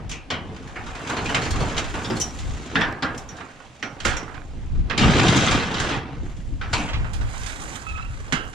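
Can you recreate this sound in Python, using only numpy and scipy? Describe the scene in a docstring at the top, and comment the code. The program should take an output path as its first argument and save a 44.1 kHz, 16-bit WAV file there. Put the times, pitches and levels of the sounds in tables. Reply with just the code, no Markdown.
"""A corrugated steel gate is unlocked and pushed open on a gravel track, close to the listener.
Blows and dragging drive its sheet, heard as shaped noise with clusters of decaying modes; ticks and frame thumps join.
A padlock chinks against its chain as beating pairs of modes, and a hinge squeaks once as an unsteady harmonic tone.
Wind buffets the microphone ports as lumpy low noise, over the soft filtered noise of a far outdoor hiss."""
import sys
import numpy as np
from scipy import signal
from scipy.fft import rfft, irfft, next_fast_len
from scipy.io import wavfile
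from scipy.ndimage import uniform_filter1d, map_coordinates

SR = 44100
rng = np.random.default_rng(int(sys.argv[2]) if len(sys.argv) > 2 else 0)


def persist_wave(psi):
    """Save psi, clipped to +-1, as 16-bit WAV."""
    counts = np.round(np.clip(psi, -1, 1) * 32767).astype(np.int16)
    wavfile.write(sys.argv[1], SR, np.atleast_2d(counts).T)


N = 376611  # length [samples]
STEP = 16  # spacing of the sheet's band levels [samples]
RISE_S = 0.0025  # contact time of a knock [s]


def amp(db):
    """Decibel definition: the amplitude ratio of a level in dB."""
    return np.exp(np.asarray(db) * (np.log(10) / 20))


def unit(x):
    """Root-mean-square normalisation: scales x to an rms of one."""
    return x / np.sqrt(np.mean(x ** 2) + 1e-20)


def along(points, hz):
    """Logarithmic frequency scale: interpolates (frequency [Hz], value) points at hz."""
    f, v = np.transpose(points)
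    return np.interp(np.log(hz + 1), np.log(f + 1), v)


def crossfade(centres, hz):
    """Partition of unity: weights that pass each frequency from one centre to the next."""
    return np.array([along(np.c_[centres, one], hz) for one in np.eye(len(centres))])


def curves(rows):
    """Linear interpolation: one value per sample for each column after the time."""
    s, *cols = np.transpose(rows)
    return [np.interp(np.arange(N) / SR, s, c) for c in cols]


def wobble(rate):
    """Band-limited random modulation: a smooth curve through rate knots a second."""
    knots = rng.standard_normal(int(N * rate / SR) + 4)
    return map_coordinates(knots, [np.arange(N) * rate / SR], order=2)


def filtered(x, response):
    """Linear filtering: multiplies the spectrum of x by a response of frequency."""
    m = next_fast_len(N + SR // 4)
    return irfft(rfft(x, m) * response(np.fft.rfftfreq(m, 1 / SR)), m)[..., :N]


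def causal(x, spectrum):
    """Minimum phase: colours x with its energy as early as possible, so that attacks stay sharp."""
    size = 4096
    log_gain = np.log(amp(along(spectrum, np.fft.rfftfreq(size, 1 / SR))) + 1e-6)
    cepstrum = irfft(log_gain)
    # fold the cepstrum onto positive times
    cepstrum[1:size // 2] *= 2
    cepstrum[size // 2 + 1:] = 0
    impulse = irfft(np.exp(rfft(cepstrum)))
    return signal.oaconvolve(x, impulse[None], axes=1)[:, :N]


def panned(db):
    """Interaural level difference: left and right gains for a left-right difference in dB."""
    return amp(np.array([db / 2, -db / 2]))


def wide_noise(width):
    """Partial coherence: white stereo noise with (frequency [Hz], side minus mid level [dB]) points."""
    turn = lambda hz: np.arctan(amp(along(width, hz)))
    weights = lambda hz: np.array([np.cos(turn(hz)), np.sin(turn(hz))])
    mid, side = filtered(rng.standard_normal((2, N)), weights)
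    return np.array([mid + side, mid - side])


def placed(sounds):
    """Superposition: sums (start [samples], stereo sound) pairs."""
    out = np.zeros((2, N + SR))
    for at, sound in sounds:
        out[:, at:at + sound.shape[1]] += sound
    return out[:, :N]


def struck(s, hz, level_db, t60, rise_s, pan, spread, scatter_db):
    """Modal superposition: one contact rings decaying modes, with scattered strengths and port phases."""
    t = np.arange(SR // 4, dtype=np.float32) / SR
    hz, level_db, t60 = [np.reshape(v, (-1, 1)).astype(np.float32) for v in (hz, level_db, t60)]
    strength = amp(level_db + rng.normal(0, scatter_db, hz.shape))
    start = strength * np.exp(2j * np.pi * rng.random(hz.shape))
    ports = start.T * np.exp(1j * rng.normal(0, spread, (2, len(hz))))
    rise = 1 - np.exp(-t / (float(rise_s) + 1 / hz))
    fade = np.exp(-float(np.log(1000)) * t / t60) * rise
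    turn = float(2 * np.pi) * hz * t
    waves = ports.real @ (fade * np.sin(turn)) + ports.imag @ (fade * np.cos(turn))
    return round(s * SR), panned(pan)[:, None] * waves * (1 - (t / t[-1]) ** 2)


# where the gate stands as the listener turns: (time [s], left-right level difference of a knock [dB])
GATE_BEARING = [(0, 1), (1, -1.5), (2.75, -1.5), (3.2, -2.5), (3.5, -9.5), (3.85, -6), (4.4, -10.5),
                (4.92, -8), (4.97, 1.5), (5.3, 1), (5.75, -2.5), (6.4, -2.5), (6.75, 0), (7.05, -10.5),
                (7.4, -19.5), (7.9, -20.5), (8.3, -10.5), (8.54, -7)]


def bearing(s):
    """Level-difference localisation: left-right dB of a knock at time s."""
    return np.interp(s, *np.transpose(GATE_BEARING))


# boom, clang, sizzle and fizz ranges: (lower edge [Hz], upper edge [Hz])
ZONE_EDGES = [(80, 500), (500, 3000), (3000, 7000), (7000, 15000)]
# colour of the sheet at the microphone: (frequency [Hz], relative level [dB per Hz])
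SHEET_SPECTRUM = [(35, -51), (60, -1.5), (129, 3), (183, -1.5), (278, -2.5), (368, -8.5), (480, -12.5),
                  (600, -17), (748, -15), (977, -18), (1410, -17), (2000, -19), (2760, -18.5),
                  (3270, -18.5), (4430, -21), (7390, -16.5), (8500, -22), (13500, -45.5), (15600, -54)]
# stereo width of the sheet: (frequency [Hz], side minus mid level [dB])
SHEET_WIDTH = [(60, -9.5), (130, -9.5), (220, -22.5), (330, -23), (480, -16), (700, -9.5), (1300, -3),
               (2400, -5.5), (4400, -11), (8100, 4.5), (15000, -1)]


def sheet(modes_db, first_t60, first_db):
    """High modal density: countless close modes act as noise in bands, fed by drag and blows."""
    bands = np.geomspace(100, 12800, 8)
    hz = np.arange(SR // 2)
    zone_power = [np.sum(amp(along(SHEET_SPECTRUM, hz[lo:hi])) ** 2) * 2 / SR for lo, hi in ZONE_EDGES]
    zone_db = 10 * np.log10(zone_power)
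    middle = [np.sqrt(lo * hi) for lo, hi in ZONE_EDGES]
    share = crossfade(middle, bands).T  # how bands follow zones
    power = drag_power(bands, share, zone_db)
    power += blow_power(bands, share, zone_db, power.shape, first_t60, first_db)

    comb = amp(modes_db * unit(uniform_filter1d(rng.standard_normal(SR), size=30)))  # stronger and weaker modes
    moving = shifting(wide_noise(SHEET_WIDTH), depth_db=1.77)
    noise = unit(filtered(moving, lambda f: comb[f.astype(int)] ** (f / (f + 600))))
    split = filtered(noise, lambda f: crossfade(bands, f)[:, None])
    gain = np.repeat(np.sqrt(power), STEP, axis=2)[..., :N]
    return causal(np.sum(split * gain, axis=0), SHEET_SPECTRUM)


def shifting(x, depth_db, size=1024):
    """Moving excitation point: narrow resonances light up for some tens of milliseconds and fade again."""
    overlap = size * 3 // 4
    z = signal.stft(x, nperseg=size, noverlap=overlap)[2]
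    field = rng.standard_normal(z.shape[1:])
    for length, axis in [(4, 0), (6, 1), (4, 1)]:  # smooth over frequency, then twice over time
        field = uniform_filter1d(field, size=length, axis=axis)
    return signal.istft(z * amp(depth_db * unit(field)), nperseg=size, noverlap=overlap)[1][:, :N]


# scraping and shuddering as the gate swings, settles, drags and is carried, before judder:
# (time [s], clang level [dB], boom relative to clang [dB])
DRAG_LEVELS = [(0, -38.5, 4.5), (.19, -59.5, 11), (.47, -46, 12.5), (.72, -40, -0.5), (.93, -36, -7.5),
               (1.14, -28, -8), (1.42, -35, 7.5), (1.6, -32.5, 3), (1.76, -26, -8), (1.85, -35.5, -8),
               (2.09, -34, 2), (2.25, -39.5, 0), (2.68, -40, 1), (2.8, -24, -4.5), (3.02, -39.5, 1.5),
               (3.28, -44.5, -1), (3.4, -32, -13.5), (3.65, -49.5, -5.5), (3.9, -46.5, 1), (4.0, -40, -6),
               (4.23, -36, -4), (4.35, -53, 6), (4.87, -49, 7.5), (4.97, -29.5, -2), (5.0, -21, 0),
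               (5.06, -17, 3.5), (5.15, -19, -1), (5.3, -18.5, 1.5), (5.56, -20.5, -5), (5.71, -26.5, -3.5),
               (5.82, -24.5, -6.5), (5.94, -22.5, -8.5), (6.05, -36.5, 2.5), (6.4, -52.5, 9.5),
               (6.66, -53.5, 10), (6.78, -30.5, -3), (6.97, -33.5, -11), (7.14, -46.5, -3),
               (7.4, -35, -17.5), (7.73, -35.5, -5.5), (8.0, -46, -12), (8.44, -36.5, -7), (8.54, -51, 3)]
# treble of the scraping, before judder: (time [s], sizzle level [dB], fizz level [dB])
DRAG_TREBLE = [(0, -60, -84), (.3, -74, -90), (.5, -59, -71), (.8, -56, -62), (1.14, -44.5, -53),
               (1.45, -42.5, -50), (1.85, -42, -54), (2.2, -50.5, -46.5), (2.68, -46.5, -59.5),
               (2.8, -41.5, -61), (3.0, -70, -71), (3.2, -63, -58), (3.65, -57.5, -67), (3.99, -62, -65),
               (4.07, -28.5, -60), (4.3, -62.5, -64), (4.96, -62, -76), (5.0, -25.5, -56),
               (5.4, -22.5, -44), (5.71, -36.5, -63), (5.82, -31.5, -49), (5.94, -34, -62),
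               (6.05, -52.5, -93), (6.3, -59, -59), (6.66, -65, -65), (6.78, -38.5, -47), (6.97, -57, -63),
               (7.2, -65, -53.5), (7.42, -46, -44.5), (7.75, -50.5, -47), (8.0, -55.5, -59.5),
               (8.3, -56, -54.5), (8.54, -63, -54)]
SPREAD = 0.36  # scraping comes from the whole leaf, so it takes this share of a knock's bearing


def drag_power(bands, share, zone_db):
    """Sustained friction: the scraping feeds each band a slowly varying power, roughened by judder."""
    tracks = curves(DRAG_LEVELS) + curves(DRAG_TREBLE) + curves(GATE_BEARING)
    clang, boom, sizzle, fizz, pan = np.array(tracks)[:, ::STEP]
    band_db = share @ (np.array([clang + boom, clang, sizzle, fizz]) - zone_db[:, None])
    power = amp(2 * band_db)[:, None] * panned(2 * SPREAD * pan)  # doubled dB turns amplitude into power
    rough = judder(bands, len(pan), rate=260, depth_db=1.2, colour_db=4.3, t60=.05, bed=.45)
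    return power * rough[:, None]


def judder(bands, size, rate, depth_db, colour_db, t60, bed):
    """Stick-slip friction: random small knocks, each of its own colour, give a power gain per band."""
    draws = rng.standard_normal((int(rate * N / SR), len(bands) + 1))
    strength_db = depth_db * draws[:, :1] + colour_db * draws[:, 1:]
    knocks = np.zeros((len(bands), size))
    knocks[:, rng.integers(0, size, len(draws))] = amp(2 * strength_db).T
    fading = signal.lfilter([1], [1, -amp(-2 * 60 * STEP / (t60 * SR))], knocks)
    return bed + (1 - bed) * fading / fading.mean()


# strength of the wind before gusts: (time [s], buffet level [dB])
WIND_LEVELS = [(0, -32.5), (.4, -43), (.95, -39), (1.07, -55), (1.24, -32), (1.54, -27.5), (2.02, -33.5),
               (2.3, -45), (2.5, -29), (2.68, -44), (2.78, -31), (3.16, -49), (3.61, -57), (3.95, -48),
               (4.09, -25.5), (4.33, -39.5), (4.8, -22.5), (4.95, -33), (5.05, -23), (5.5, -34),
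               (5.99, -38.5), (6.4, -30), (7.04, -27), (7.28, -29), (7.6, -38.5), (7.97, -37.5),
               (8.09, -32.5), (8.54, -44)]
# colour of the buffeting: (frequency [Hz], relative level [dB per Hz])
BUFFET_SPECTRUM = [(8.8, -27), (15, 6), (60, 3), (114, -3.5), (204, -16), (258, -18), (500, -43),
                   (650, -51), (1100, -120)]
GUST_DB, GUSTS_PER_S = 4, 9  # gust depth [dB], random knots per second


def wind():
    """Turbulent pressure: eddies thump the ports in lumps, partly unlike at each."""
    lumps = amp(1.1 * np.array([wobble(15), wobble(14)]))
    noise = wide_noise([(20, 0), (60, -4), (150, 0), (400, -6)])
    rumble = filtered(noise, lambda hz: amp(along(BUFFET_SPECTRUM, hz)))
    return amp(curves(WIND_LEVELS)[0] + GUST_DB * wobble(GUSTS_PER_S)) * unit(lumps * rumble)


# colour of the far hiss: (frequency [Hz], relative level [dB per Hz])
AIR_SPECTRUM = [(59, -27), (100, -14), (149, 0), (438, -9), (498, 3), (1310, -7), (2810, -7), (6970, -20),
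                (10500, -28.5), (15600, -62)]
AIR_DB = -53  # level about which the hiss drifts [dB]


def air():
    """Incoherent summation: far leaves and idling engines blur into a soft hiss."""
    noise = wide_noise([(100, -14), (1000, -3), (8000, -4.0)])
    hiss = filtered(noise, lambda hz: amp(along(AIR_SPECTRUM, hz)))
    return amp(AIR_DB + wobble(3.01)) * unit(hiss)


# knocks on the gate: (time [s], nominal clang peak [dB], boom re clang [dB], sizzle re clang [dB],
# fizz re clang [dB], ring time factor [1], struck patch frequency [Hz])
BLOW_EVENTS = [(0.093, -32.5, -6, 5, -0.5, 0.8, 2340), (0.113, -28, -1, 8.5, -13, 0.67, 2510),
               (0.303, -13.5, -5.5, -2, -35, 0.7, 3000), (0.562, -36.5, 5, 6, -24, 0.38, 3300),
               (0.625, -43.5, -5, 1, -12, 0.46, 5970), (0.673, -32, -1, -9, -14, 0.69, 2320),
               (0.757, -19, -18, -24, -32, 0.73, 1816), (0.863, -25, -12, -10, -23, .99, 1360),
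               (0.95, -24.5, -11, -8, -18, .7, 1650), (1.071, -27.5, -12, 3, -17, 0.88, 2680),
               (1.097, -13, -12, -13, -17, 0.55, 1355), (1.167, -16, -4, -10, -27, .99, 1196),
               (1.258, -27, -11, 10, -15, 0.41, 2510), (1.292, -13.5, -11, -16, -20, 0.82, 1056),
               (1.346, -6.5, -13, -7, -25, 0.59, 2720), (1.418, -16.5, -13, -8, -19, 1, 1735),
               (1.451, -19, -15, -3, -20, .4, 2400), (1.507, -29.5, -3, 8, 4, 0.46, 4500),
               (1.532, -17, -11, -20, -30, 0.65, 1296), (1.558, -24, -10, 0, -15, 0.44, 4200),
               (1.604, -15, 2, -16, -20, 0.75, 979), (1.695, -26, -10, 0, -20, 0.59, 2030),
               (1.766, -18, -5, -2, -21, 0.9, 1285), (1.778, -15.5, -7, 6.5, -21, 0.39, 3530),
               (1.789, -24, -7, 4, -8, .5, 2880), (1.84, -26.5, -5, 2, -22, 0.52, 3020),
               (1.939, -16, -3, -18, -22, .99, 1404), (2.045, -34, -6, 1, -21, .51, 3680),
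               (2.054, -30, -10, 5, -20, .4, 3630), (2.1, -19.5, 2.5, -9, -33, .99, 1444),
               (2.167, -22, -1, -9, -8, 0.5, 4250), (2.199, -29.5, -1, 4, 10, 0.62, 1496),
               (2.214, -31.5, -3, 8, 12.5, 0.52, 1500), (2.387, -35.5, -12, 8, -10, 0.99, 3670),
               (2.754, -5.5, -30, -13, -51, 0.51, 1740), (2.812, -10, -20, -10.5, -55, 0.79, 1712),
               (2.929, -27, -21, -30, -39, .99, 1650), (3.023, -11.5, -3.5, -11.5, -35, 0.76, 1550),
               (3.145, -37, -15, 3, -20, .4, 4200), (3.176, -32.5, -6, 0, 0, 0.63, 1500),
               (3.288, -37, -17, 0, -21, .82, 1510), (3.366, -38, -15, 4, -14, 0.66, 5000),
               (3.406, -20.5, -19, -25, -37, 0.32, 1746), (3.602, -34, -19, -22, -34, 0.58, 1120),
               (3.826, -14.5, -14, -9, -40, 0.52, 1910), (4.001, -26, -21, 7, -16, 0.28, 1720),
               (4.049, -9, -18, -7, -14, .99, 1674), (4.167, -23, -17, -6, -8, 0.38, 1500),
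               (4.281, -27, -24, -29, -38, 0.78, 1450), (4.344, -26, -10, -14, -36, 0.5, 1660),
               (4.897, -17, -15, -2.5, -46, 0.71, 1512), (4.908, -10.5, -22, -23, -45, 0.41, 1710),
               (4.976, -14, -8, 3.5, -21, 0.96, 3570), (5.122, -18, -5, -13, -30, .5, 1780),
               (5.17, -20, -9, -11, -29, 0.97, 2940), (5.28, -13, -9, 8, -21, 0.34, 3560),
               (5.36, -14, -13, -1, -11, 0.54, 1570), (5.51, -16.5, -8, 6, -16, 1, 2750),
               (5.686, -28, -8, -9, -27, .5, 1360), (5.738, -20, 0, -4, -28, 0.93, 4830),
               (5.798, -19.5, -9, 6, -11, .48, 2170), (5.89, -19, -1, -1, -28, 0.74, 1490),
               (5.961, -25, -8, -5, -30, 0.74, 2030), (6.25, -40, -8, -8, -22, .4, 1500),
               (6.295, -33, -10, -13, -22, .4, 1500), (6.314, -41, -10, -10, -22, .4, 1600),
               (6.365, -46, 0, 8, -8, .3, 5000), (6.611, -19.5, -24, -8.5, -50, 1, 1473),
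               (6.729, -16.5, -6, 3, -22, .5, 922), (6.733, -14, -7, -1.5, -17.5, 0.79, 2560),
               (6.846, -29.5, -20, -15, -35, .6, 2510), (6.888, -23, -20, -4, -35, 0.63, 2820),
               (6.932, -24.5, -9, 4, -45, 0.65, 2310), (7.043, -20.5, -26, -24, -42, 0.7, 1223),
               (7.132, -30.5, -17, -4, 1, 0.77, 4160), (7.209, -29.5, -12, -11, -18, 1, 1210),
               (7.28, -39, -12, -3, -20, 0.45, 2510), (7.337, -30.5, -27, -15, -27, .99, 970),
               (7.461, -27.5, -25, -5.5, 0, 0.74, 4300), (7.754, -31.5, -26, -6, 7, .49, 1810),
               (7.974, -25.5, -42, -23, -35, .58, 1296), (8.323, -15.5, -7, 0.5, -13, 0.64, 1558),
               (8.45, -38, -19, -15, -21, .49, 1400), (8.529, -29, -23, -8, -28, 0.56, 1950)]
# decay of the sheet at a ring time factor of one: (frequency [Hz], t60 [s])
RING_TIMES = [(100, 0.51), (300, 0.59), (800, 1), (2000, 0.46), (5000, 0.27), (12000, 0.26)]
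# the top treble of a knock scatters and leans aside less: (frequency [Hz], share of the bearing [1])
TREBLE_LEAN = [(4000, 0.98), (10000, 0.18)]
CREST_DB = 9.5  # peak of a knock over its rms [dB]


def blow_power(bands, share, zone_db, shape, first_t60, first_db):
    """Impact excitation: each blow feeds all bands at once, a brief crack and a tail that decays per band."""
    power = np.zeros(shape)
    t = np.arange(0, SR // 3, STEP) / SR
    crack = amp(first_db - 60 * t / first_t60)
    rise = 1 - np.exp(-t / (RISE_S + 1 / bands[:, None]))  # slower by one cycle of the band
    for s, db, boom, sizzle, fizz, factor, _ in BLOW_EVENTS:
        level = share @ (db - CREST_DB + np.array([boom, 0, sizzle, fizz]) - zone_db)
        tail = amp(-60 * t / (factor * along(RING_TIMES, bands))[:, None])
        envelope = amp(level)[:, None] * rise * (tail + crack)
        sides = panned(2 * bearing(s) * along(TREBLE_LEAN, bands)).T
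        at = round(s * SR / STEP)
        added = envelope[:, None] ** 2 * sides[..., None]
        power[..., at:at + len(t)] += added[..., :shape[-1] - at]
    return power


PATCH_DB, PATCH_DB_PER_OCTAVE, PATCH_MID_HZ = -28, 1, 1500  # re clang at the mid pitch; higher ones stand out


def patches(width, overtone, overtone_db, count=16):
    """Local resonance: the struck corrugation rings as close modes about its own pitch and an overtone."""
    for s, db, *_, factor, hz in BLOW_EVENTS:
        place = 2 * (np.arange(count) + rng.random((2, count))) / count - 1
        cluster = hz * np.exp(width * place) * [[1], [overtone]]
        centre_db = db + PATCH_DB + PATCH_DB_PER_OCTAVE * np.log2(hz / PATCH_MID_HZ)
        level = centre_db - 6 * place ** 2 + [[0], [overtone_db]]
        level[1] -= 14 * max(0, np.log2(overtone * hz / 3500))  # stiff high overtones are hardly driven
        t60 = 0.99 * factor * along(RING_TIMES, cluster)
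        yield struck(s, cluster, level, t60, RISE_S / 2, bearing(s), spread=0.59, scatter_db=4)


# padlock contacts: (time [s], drive level [dB], left-right level difference [dB],
# ring time factor [1], boost of the modes above 10 kHz [dB])
PADLOCK_CHINKS = [(0.113, -31, 0, .45, 0), (2.1985, -17, 2, 1, 0), (2.2118, -11, 0, 1, 0),
                  (3.1757, -31, 2, 0.66, 12), (3.2875, -29, -3.0, 1, 8), (3.825, -32, 1, 1.4, 0),
                  (4.166, -21.5, -1, 1.13, 0), (8.449, -47, -5, .5, 31)]
# modes of the padlock and chain at a ring time factor of one: (frequency [Hz], relative level [dB], t60 [s])
PADLOCK_MODES = [(5641, -3, .2), (5706, -4, .28), (5836, 0, .15), (6060, -4, .13), (6160, -6, .1),
                 (6400, -9, .08), (6674, -7, .11), (6900, -11, .1), (7327, -9, .1), (7600, -13, .07),
                 (8950, -22, .06), (12085, -38, .2), (12480, -38, .2), (12900, -41, .15)]


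def padlock():
    """Beating of close modes: body, shackle and links chink together, every mode a slightly split pair."""
    hz, level, t60 = np.repeat(PADLOCK_MODES, repeats=2, axis=0).T
    for s, db, pan, factor, tinkle_db in PADLOCK_CHINKS:
        split = hz * (1 + .004 * rng.standard_normal(len(hz)))
        mode_db = db + level - 14 + tinkle_db * (hz > 10000)
        yield struck(s, split, mode_db, factor * t60, 0.00086, pan, spread=0.9, scatter_db=4.5)


# knocks that leave a band of the steel ringing: (time [s], nominal level of a central mode [dB],
# centre frequency [Hz], half width as a log-frequency ratio [1], typical t60 [s])
SINGING_BANDS = [(.113, -46, 2550, .18, 0.41), (.113, -45, 6000, .15, 0.16), (.304, -45, 3066, 0.094, 0.57),
                 (.304, -45, 1900, 0.18, .35), (.304, -42, 5450, 0.043, .1), (.757, -43, 1915, 0.43, 0.27),
                 (1.095, -37.5, 1150, .4, 0.38), (1.167, -40.5, 896, 0.43, 0.37),
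                 (1.167, -45, 4250, .05, .2), (1.258, -37, 2540, 0.11, 0.15), (1.292, -39, 808, 0.44, 0.37),
                 (1.292, -37, 2850, 0.14, 0.16), (1.42, -46, 4300, .05, .25), (1.507, -46, 4300, .05, .2),
                 (1.604, -46, 4350, 0.047, .2), (1.604, -39.5, 648, 0.38, 0.4),
                 (1.94, -42.5, 1103, 0.42, 0.33), (2.044, -41, 3500, 0.13, 0.14),
                 (2.046, -41, 5000, 0.15, 0.11), (2.1, -43.5, 5100, 0.085, 0.17),
                 (2.165, -44, 4300, 0.031, .15), (2.212, -41.5, 3050, .03, 0.11),
                 (2.754, -29.5, 1680, 0.19, 0.4), (2.758, -35, 3450, 0.088, .12),
                 (2.812, -33, 1675, .2, .3), (2.815, -40, 1665, 0.086, 0.75), (2.812, -31, 3400, 0.092, .1),
                 (2.812, -43, 5400, .1, .1), (3.022, -35, 4360, 0.23, 0.092),
                 (3.027, -31, 1448, 0.33, 0.25), (3.031, -40.5, 1666, 0.075, .5),
                 (4.05, -40, 519, 0.17, 0.36), (4.905, -36, 1905, 0.32, 0.086),
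                 (6.612, -42, 1496, 0.075, .15), (6.734, -37.5, 2535, .14, 0.61),
                 (6.733, -35, 998, 0.37, 0.29), (6.733, -36, 4300, 0.098, .15),
                 (4.978, -33, 4200, 0.28, .15), (6.886, -44, 3140, 0.053, .12), (6.935, -46, 2510, .2, 0.3),
                 (8.323, -37, 1504, 0.22, 0.55), (8.322, -32, 2110, .1, 0.13),
                 (8.33, -43, 2910, 0.13, 0.56)]


def singing(count=24):
    """Free vibration: a dense cluster of modes, each with its own decay, rings on after some knocks."""
    for s, db, hz, width, t60 in SINGING_BANDS:
        place = 2 * (np.arange(count) + rng.random(count)) / count - 1
        cluster = hz * np.exp(width * place)
        decays = t60 * amp(rng.normal(0, 2.5, count))
        yield struck(s, cluster, db - 6 * place ** 2, decays, RISE_S, bearing(s), spread=0.5, scatter_db=2.5)


# short dry cracks at the contact of knocks, and a few lone ticks:
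# (time [s], nominal level [dB], main frequency [Hz])
TICK_EVENTS = [(0.303, -16, 3100), (1.346, -9, 2840), (1.167, -26, 4150), (1.292, -17, 2840),
               (1.419, -24, 4280), (1.451, -24, 2400), (1.507, -23, 4360), (1.604, -28, 4350),
               (1.953, -25, 2060), (2.167, -24, 4300), (1.258, -22, 2520), (2.048, -28, 3340),
               (2.1, -20, 872), (2.1, -26, 5040), (2.926, -32, 5400), (2.992, -45, 5400), (2.756, -4, 1830),
               (2.762, -19, 3000), (2.811, -17, 3480), (2.817, -5, 1750), (2.928, -23, 1660),
               (3.603, -28, 1100), (3.658, -39, 802), (3.827, -13, 1930), (4.051, -10.5, 1380),
               (4.28, -23.5, 1290), (4.298, -31, 872), (4.343, -27, 1690), (4.379, -24, 1510),
               (4.418, -28, 1550), (5.285, -8, 3400), (6.732, -10, 1380), (6.82, -24, 2700),
               (6.889, -25, 3130), (6.932, -25, 2290), (7.053, -32, 1230), (7.215, -34, 1340),
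               (7.338, -35, 960), (7.868, -30, 1340), (7.977, -31, 1550), (8.049, -34, 1310),
               (8.05, -42, 5500), (8.324, -9, 1680), (8.449, -35, 1400)]


def ticks():
    """Heavy damping: a hard point contact rings four broad modes for 11 cycles plus 2.4 ms each."""
    for s, db, hz in TICK_EVENTS:
        modes = hz * np.array([.7, 1, 1.5, 2.3])
        level = db + np.array([-7, 0.5, -6.0, -13.0])
        yield struck(s, modes, level, 11 / modes + 0.0024, 0, bearing(s), spread=0.28, scatter_db=0.0)


# thumps of the tube frame: (time [s], nominal level [dB], lowest frequency [Hz], t60 less 10 ms [s])
FRAME_THUMPS = [(1.346, -23.5, 100.5, 0.19), (1.51, -16, 59, 0.22), (1.555, -18, 70, .15),
                (1.604, -22, 125, 0.23), (1.94, -29, 74, .14), (2.103, -20.5, 229, 0.27),
                (2.753, -21.5, 168, 0.28), (3.028, -25.5, 163, 0.21), (4.05, -23, 220, 0.15),
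                (4.971, -30, 170, .13), (5.019, -12.5, 129, 0.12), (5.059, -12, 118, .12),
                (5.087, -9.5, 140.6, 0.14), (5.225, -18, 162, .12), (5.284, -11, 125, 0.13),
                (5.36, -16, 204, .12), (6.379, -18, 100, 0.075), (6.66, -25, 70, .2),
                (6.715, -16.5, 70, .12), (6.845, -20, 110, 0.089), (6.732, -24, 95.5, 0.27),
                (6.934, -16, 75.3, 0.1), (7.047, -24, 71, .19), (8.095, -22.5, 72.8, .14),
                (8.326, -9.5, 152, .069)]


def frame():
    """Bending vibration: the tube frame flexes in a low thump with stiffer overtones."""
    for s, db, hz, t60 in FRAME_THUMPS:
        modes = [hz, 1.35 * hz, 1.6 * hz]
        level = db + np.array([0, -4, -2.5])
        yield struck(s, modes, level, t60 + .01, 0.00084, 0, spread=.6, scatter_db=0.5)


# the squeak before its random flutter: (time [s], pitch [Hz],
# relative levels of partials 1, 2 and 3 [dB], [dB], [dB])
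HINGE_SQUEAK = [(7.855, 1325, -55, -65, -74), (7.868, 1320, -40, -48, -64), (7.89, 1300, -41, -43.5, -56),
                (7.915, 1295, -49, -38, -60), (7.94, 1263, -41, -51, -68), (7.98, 1292, -47, -45, -71),
                (8.004, 1314, -38, -46, -54), (8.02, 1310, -47, -50, -58), (8.04, 1330, -47, -49, -70),
                (8.085, 1325, -54, -55, -74), (8.13, 1320, -54, -62, -72), (8.15, 1320, -59, -68, -74)]


def hinge():
    """Stick-slip oscillation: dry steel slips in a fast, unsteady train, a rough pitch with overtones."""
    t = np.arange(N) / SR
    start, end = HINGE_SQUEAK[0][0], HINGE_SQUEAK[-1][0]
    pitch, *levels = curves(HINGE_SQUEAK)
    unsteady = pitch * (1 + .006 * wobble(40) + .022 * wobble(300))
    phase = 2 * np.pi * np.cumsum(unsteady) / SR
    on = np.clip(np.minimum(t - start, end - t) / .01, 0, 1)
    tone = np.zeros(N)
    for partial, db in enumerate(levels, start=1):
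        tone += amp(db + 4.0 + 3.2 * wobble(70) + 3 * wobble(400)) * np.sin(partial * phase)
    return on * tone * panned(-9)[:, None]


# the gate reaches the left port later once it swings out right: (time [s], delay [s])
LEFT_DELAY = [(6.8, 0), (7.1, .00025)]


def scene():
    """Superposition with an arrival-time difference: the gate's left side is delayed, the rest is added."""
    gate = sheet(modes_db=2.5, first_t60=0.024, first_db=4)
    gate += placed(patches(width=.4, overtone=2.05, overtone_db=-10.0))
    gate += placed(singing()) + placed(ticks()) + placed(frame()) + hinge()
    left, right = gate
    late = np.interp(np.arange(N) - SR * curves(LEFT_DELAY)[0], np.arange(N), left)
    return np.array([late, right]) + wind() + air() + placed(padlock())


TOP_HZ = 15708  # band limit [Hz]


def record(dry):
    """Soft saturation and band limiting: the input stage rounds the highest peaks and cuts the top."""
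    rounded = dry / (1 + np.abs(dry / .85) ** 4) ** (1 / 4)
    return filtered(rounded, lambda hz: hz < TOP_HZ)


dry = scene()
out = record(dry)
persist_wave(out)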